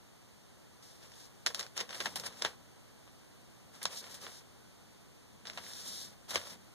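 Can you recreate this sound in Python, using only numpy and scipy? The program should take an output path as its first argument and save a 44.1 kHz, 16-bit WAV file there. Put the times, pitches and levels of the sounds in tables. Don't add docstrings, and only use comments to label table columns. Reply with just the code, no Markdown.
import sys
import numpy as np
from scipy import signal
from scipy.fft import rfft, irfft
from scipy.io import wavfile
from scipy.ndimage import uniform_filter1d

SR = 44100
rng = np.random.default_rng(int(sys.argv[2]) if len(sys.argv) > 2 else 0)


def waveform_to_disk(signal):
    frames = np.transpose(np.atleast_2d(signal))
    scaled = np.clip(frames, -1, 1) * 32767
    samples = np.round(scaled).astype(np.int16)
    wavfile.write(sys.argv[1], SR, samples)


N = 297234

# pitch_hz, density_db (per Hz)
ROOM_SPECTRUM = [(25, -35), (45, -6), (90, -2.5), (180, -3), (350, -8), (700, -11.5), (1300, -16.5),
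                 (2500, -19.5), (5000, -21), (9000, -24.5), (12500, -29.5), (15500, -35.5)]
# pitch_hz, level_db (rms)
HUM_TONES = [(84, -86), (120, -72.5)]
# start_s, level_db
ARM_RUMBLE = [(0.0, -75), (0.45, -81), (1.07, -69), (1.35, -86), (2.2, -57), (3.0, -73), (3.98, -64),
              (5.14, -74), (5.56, -56), (5.72, -66), (5.9, -60.5), (6.1, -57.5), (6.21, -84), (6.36, -52),
              (6.44, -75), (6.53, -55), (6.65, -70), (6.74, -74)]
# start_s, level_db,
# weight_db (low body over level)
DRAGS = [
    [(0.81, -82, -3), (0.835, -61.5, -11), (0.98, -69, -13), (1.05, -63.5, 2), (1.09, -70, -10),
     (1.17, -60, -8), (1.255, -60, -11), (1.285, -74, -9)],
    [(1.5, -57, 8), (1.535, -65, -5), (1.585, -55.5, 3), (1.65, -64, 6.5), (1.69, -78, -3)],
    [(1.75, -70, 3), (1.765, -56.5, -1), (1.84, -66, 8), (1.88, -72, 5), (1.9, -61, 4), (1.96, -51, -2.5),
     (2.01, -55, -4), (2.052, -50, -2.5), (2.09, -55.5, 0.5), (2.15, -63, -0.5), (2.19, -55.5, 1),
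     (2.23, -61, 2), (2.268, -45.5, -4), (2.29, -65.5, 3.5), (2.35, -64.5, 1.5), (2.385, -56.5, -6),
     (2.41, -60, 3), (2.445, -52.5, 5), (2.5, -60.5, 3.5), (2.55, -75.5, 11)],
    [(3.72, -76, 2), (3.745, -61.5, -3), (3.8, -67.5, -1), (3.82, -62.5, 2), (3.89, -62, 4),
     (3.93, -51, -3.5), (3.955, -52.5, -5), (3.975, -45, -16), (4.0, -46, -27), (4.02, -60.5, 1),
     (4.09, -60.5, 0.5), (4.113, -53, -8.5), (4.14, -58, -3), (4.195, -63.5, -4), (4.24, -52.5, -2.5),
     (4.29, -58.5, -1.5), (4.39, -57.5, -18), (4.42, -72, 9)],
    [(5.44, -80, 7), (5.485, -59, 2), (5.52, -65.5, -4), (5.56, -59.5, -3), (5.62, -58.5, -3),
     (5.68, -53, -9), (5.8, -52, -11), (5.885, -48, -13), (6.03, -49, -16.5), (6.1, -62, -8),
     (6.14, -70, 5)],
    [(6.28, -67, 2), (6.298, -46.5, -9), (6.33, -54.5, -2), (6.348, -41.5, -2), (6.39, -54, -0.5),
     (6.44, -57.5, -1), (6.5, -53, -7.5), (6.535, -55, -1.5), (6.56, -66.5, 1)],
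]
# start_s, peak_db, weight_db (low body), sparkle_db (glassy top),
# tail_db (tail against crack); the last three are relative
SNAPS = [(0.826, -56, -15, -13, -3), (1.0284, -52.5, -3, -8, -3), (1.118, -53, -19, -16, -9),
         (1.4625, -22.5, -5.5, -11, -5.5), (1.5462, -28.5, -9, -13, -9.5), (1.5938, -30.5, -7, -9, -4.5),
         (1.6086, -37, -4, -20, -16), (1.6278, -37.5, -4, -25, -10), (1.6645, -45, -5, -13, -10),
         (1.7666, -45, 1, -1, 2), (1.7766, -29.5, -4, -23, -9.5), (1.791, -41.5, 2, -21, 2),
         (1.8027, -33, 0.5, -10, -3), (1.8086, -37, 6, -24, -19), (1.8918, -44, 0.5, -21, -5),
         (1.9067, -41, -1, -18, -7), (1.928, -48.5, 7.5, -15, -7), (1.9456, -46.5, 6.5, -15, -5),
         (2.0034, -36, 6.5, -7, -4), (2.0576, -33, 8.5, -9, -8), (2.1578, -35, -1.5, -1, -1.5),
         (2.1977, -38.5, -15, -3, -7), (2.2368, -49.5, 8.5, -14, -3.5), (2.261, -38, -5.5, -7, -1),
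         (2.3252, -54, -1, -14, -18), (2.417, -46, 2, -14, -11), (2.4211, -25.5, -6, -26, -15),
         (2.4481, -29, 5.5, -30, -5), (2.8783, -71, 15, -9, -8), (3.076, -69.5, 19.5, -10, -9),
         (3.8162, -53.5, 9.5, -3, 0), (3.8294, -40.5, -20, 6, -8), (3.838, -38, -18, -6, -19),
         (3.8541, -21.5, -4.5, -32, -13.5), (3.9774, -46, -26, -21, -9), (4.041, -48.5, 1, -16, -9),
         (4.143, -48.5, -4.5, 0, 2), (4.266, -52, 12, -18, -8), (4.279, -54, 7, -16, -13),
         (5.454, -48.5, 2.5, -18, -2), (5.47, -39, -5, -21, -5), (5.4985, -45.5, 1.5, -29, -4),
         (5.5332, -49, -6, -16, -10), (5.5748, -39.5, 10, -35, -7), (5.734, -42.5, -21, -8, -14),
         (5.8776, -45, -20, 5.5, -3), (6.3071, -38, -0.5, -1, -2.5), (6.357, -28.5, 3.5, -21, -6),
         (6.4557, -53.5, 10.5, -17, -13), (6.47, -60, 16, -17, -16)]
# pitch_hz, width_hz (of one pass), level_db (relative)
TABLE_MODES = [(88.4, 30, 1), (195, 127, 1.4)]
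# pitch_hz, width_hz (of one pass), level_db (relative)
THUD_MODES = [(483, 403, 8.5), (1134, 840, -0.5)]
# pitch_hz, width_hz (of one pass), level_db (relative)
KNOCK_MODES = [(1626, 1000, 0), (2950, 2380, 0)]
# pitch_hz, width_hz (of one pass), level_db (relative)
RASP_MODES = [(3890, 1500, 3.5), (5220, 820, 8), (6670, 3700, -1.5)]
# pitch_hz, width_hz (of one pass), level_db (relative)
GLASS_MODES = [(7900, 7800, 3.5), (14000, 5200, -48)]

ROOM_DB = -59
BASS_ALIKE_HZ = 150
THROUGH_DB, THROUGH_S = -9.5, 0.0353
KNOCK_WEIGHT, GLASS_WEIGHT = 0.8, 0.16
DRAG_THUD_DB, DRAG_GLASS_DB = -2, -2
TICK_THUD_DB = -6
STONE_LOW_HZ, STONE_HIGH_HZ = 1570, 9540
STONE_T60_S, STONE_DB = 0.0048, -11.5
CRACK_T60_S, TAIL_T60_S, TAIL_RISE_S = 0.011, 0.084, 0.003
BUILD_S, SHARPEST_S = 0.00075, 0.00025
CRUMPLE = 0.53
LEAD, PEAK_DELAY = SR // 50, int(0.00059 * SR)
NEAR_DB = 2
CROSS_FEED, CROSS_LAG = 0.67, 17
TOP_HZ = 15500


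def undb(db):
    return 10 ** (np.asarray(db) / 20)


def unit(x):
    return x / np.sqrt(np.mean(x ** 2))


def nearness(pair):
    return pair * undb([[NEAR_DB / 2], [-NEAR_DB / 2]])


def walk(rate_hz):
    hold = int(SR / rate_hz)
    steps = np.repeat(rng.standard_normal(N // hold + 1), hold)
    return uniform_filter1d(uniform_filter1d(steps, hold), hold)[:N]


def ring(x, modes):
    pulse = np.zeros(4096)
    pulse[0] = 1
    body = 0
    for k, (hz, width_hz, db) in enumerate(modes):
        b, a = signal.iirpeak(hz, hz / width_hz, SR)
        once = signal.lfilter(b, a, pulse)
        body = body + (-1) ** k * undb(db) * signal.lfilter(b, a, once)
    body = body / np.sqrt(np.sum(body ** 2))
    return signal.fftconvolve(x, body[None], axes=1)[:, :N]


def grit(alike, grain_db, lag=2):
    grains = np.repeat(rng.exponential(size=N // 32 + 1), 32)[:N]
    size = uniform_filter1d(undb(grain_db * grains), size=16)
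    both, first, second = unit(size) * rng.standard_normal((3, N))
    shared = np.array([both, np.roll(both, lag)])
    own = np.array([first, second])
    return nearness(np.sqrt(alike) * shared + np.sqrt(1 - alike) * own)


def room():
    hz, db = np.transpose(ROOM_SPECTRUM)
    f = np.maximum(np.arange(N // 2 + 1) * SR / N, 1)
    colour = undb(np.interp(np.log(f), np.log(hz), db)) * np.minimum(f / hz[0], 1)
    both, *own = rfft(rng.standard_normal((3, N)))
    alike = 0.3 / (1 + (f / BASS_ALIKE_HZ) ** 2)
    spectra = (np.sqrt(alike) * both + np.sqrt(1 - alike) * np.array(own)) * colour
    air = unit(irfft(spectra, N)) * undb(ROOM_DB + 0.5 * walk(1.0))
    t = np.arange(N) / SR
    hum = 0
    for hum_hz, hum_db in HUM_TONES:
        peak = np.sqrt(2) * undb(hum_db + 2.0 * walk(7.0))
        hum = hum + peak * np.sin(2 * np.pi * hum_hz * t)
    return air + hum


def table(thud):
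    s, db = np.transpose(ARM_RUMBLE)
    arm = undb(np.interp(np.arange(N) / SR, s, db))
    smeared = np.abs(uniform_filter1d(thud ** 2, int(THROUGH_S * SR)))
    shake = np.sqrt(arm ** 2 + smeared * undb(THROUGH_DB) ** 2)
    return ring(shake * undb(2.0 * walk(21)) * grit(0.9, 0.37, lag=0), TABLE_MODES)


def scrapes():
    power, t = np.zeros((4, N)), np.arange(N) / SR
    for drag in DRAGS:
        s, db, weight_db = np.transpose(drag)
        inside = (t >= s[0]) & (t < s[-1])
        bands_db = db + np.array([weight_db + DRAG_THUD_DB, KNOCK_WEIGHT * weight_db, 0 * db,
                                  GLASS_WEIGHT * weight_db + DRAG_GLASS_DB])
        power[:, inside] = [undb(np.interp(t[inside], s, band_db)) ** 2 for band_db in bands_db]
    throb = undb(walk(52) + walk(200))
    return power * throb ** 2


def stones():
    out, t = np.zeros((2, N)), np.arange(SR // 20) / SR
    draws = rng.random((len(SNAPS), 3, 5))
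    for (s, db, *_), (pitch, strength, lag) in zip(SNAPS, draws):
        hz = STONE_LOW_HZ * (STONE_HIGH_HZ / STONE_LOW_HZ) ** pitch[:, None]
        decay = undb(db + STONE_DB - 60 * t / STONE_T60_S)
        at = int(s * SR)
        for capsule, turn in zip(out, (0, 2.0 * lag[:, None])):
            modes = strength[:, None] * np.sin(2 * np.pi * hz * t - turn) * decay
            capsule[at:at + len(t)] += modes.sum(axis=0)
    return nearness(out)


def ticks():
    power, t = np.zeros((4, N)), np.arange(-LEAD, SR // 4) / SR
    before, after = np.minimum(t, 0), np.maximum(t, 0)
    tail = (1 - np.exp(-after / TAIL_RISE_S)) * undb(-60 * after / TAIL_T60_S)
    for s, db, weight_db, sparkle_db, tail_db in SNAPS:
        build_s = BUILD_S * undb(CRUMPLE * tail_db) + SHARPEST_S
        crack = np.exp(before / build_s) * undb(-60 * after / CRACK_T60_S)
        shape = crack ** 2 + (undb(tail_db) * tail) ** 2
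        bands_db = db + np.array([[weight_db + TICK_THUD_DB], [KNOCK_WEIGHT * weight_db], [0], [sparkle_db]])
        at = int(s * SR) - LEAD + PEAK_DELAY
        power[:, at:at + len(t)] += undb(bands_db) ** 2 * shape
    return power


def sheet(thud, knock, rasp, glass):
    low = ring(thud * grit(0.93, 0.59, lag=-1), THUD_MODES)
    middle = ring(knock * grit(0.27, 2.3), KNOCK_MODES)
    paper = ring(rasp * grit(0.25, 0.74), RASP_MODES)
    top = ring(glass * grit(0.03, 0.97), GLASS_MODES)
    return low + middle + paper + top


def scene():
    bands = np.sqrt(ticks() + scrapes())
    return room() + table(bands[0]) + stones() + sheet(*bands)


def record(dry):
    other = np.pad(dry[::-1], ((0, 0), (CROSS_LAG, 0)))[:, :N]
    wide = dry - CROSS_FEED * other
    low_pass = signal.ellip(10, 0.2, 80, TOP_HZ, fs=SR, output="sos")
    return signal.sosfilt(low_pass, wide)


dry = scene()
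out = record(dry)
waveform_to_disk(out)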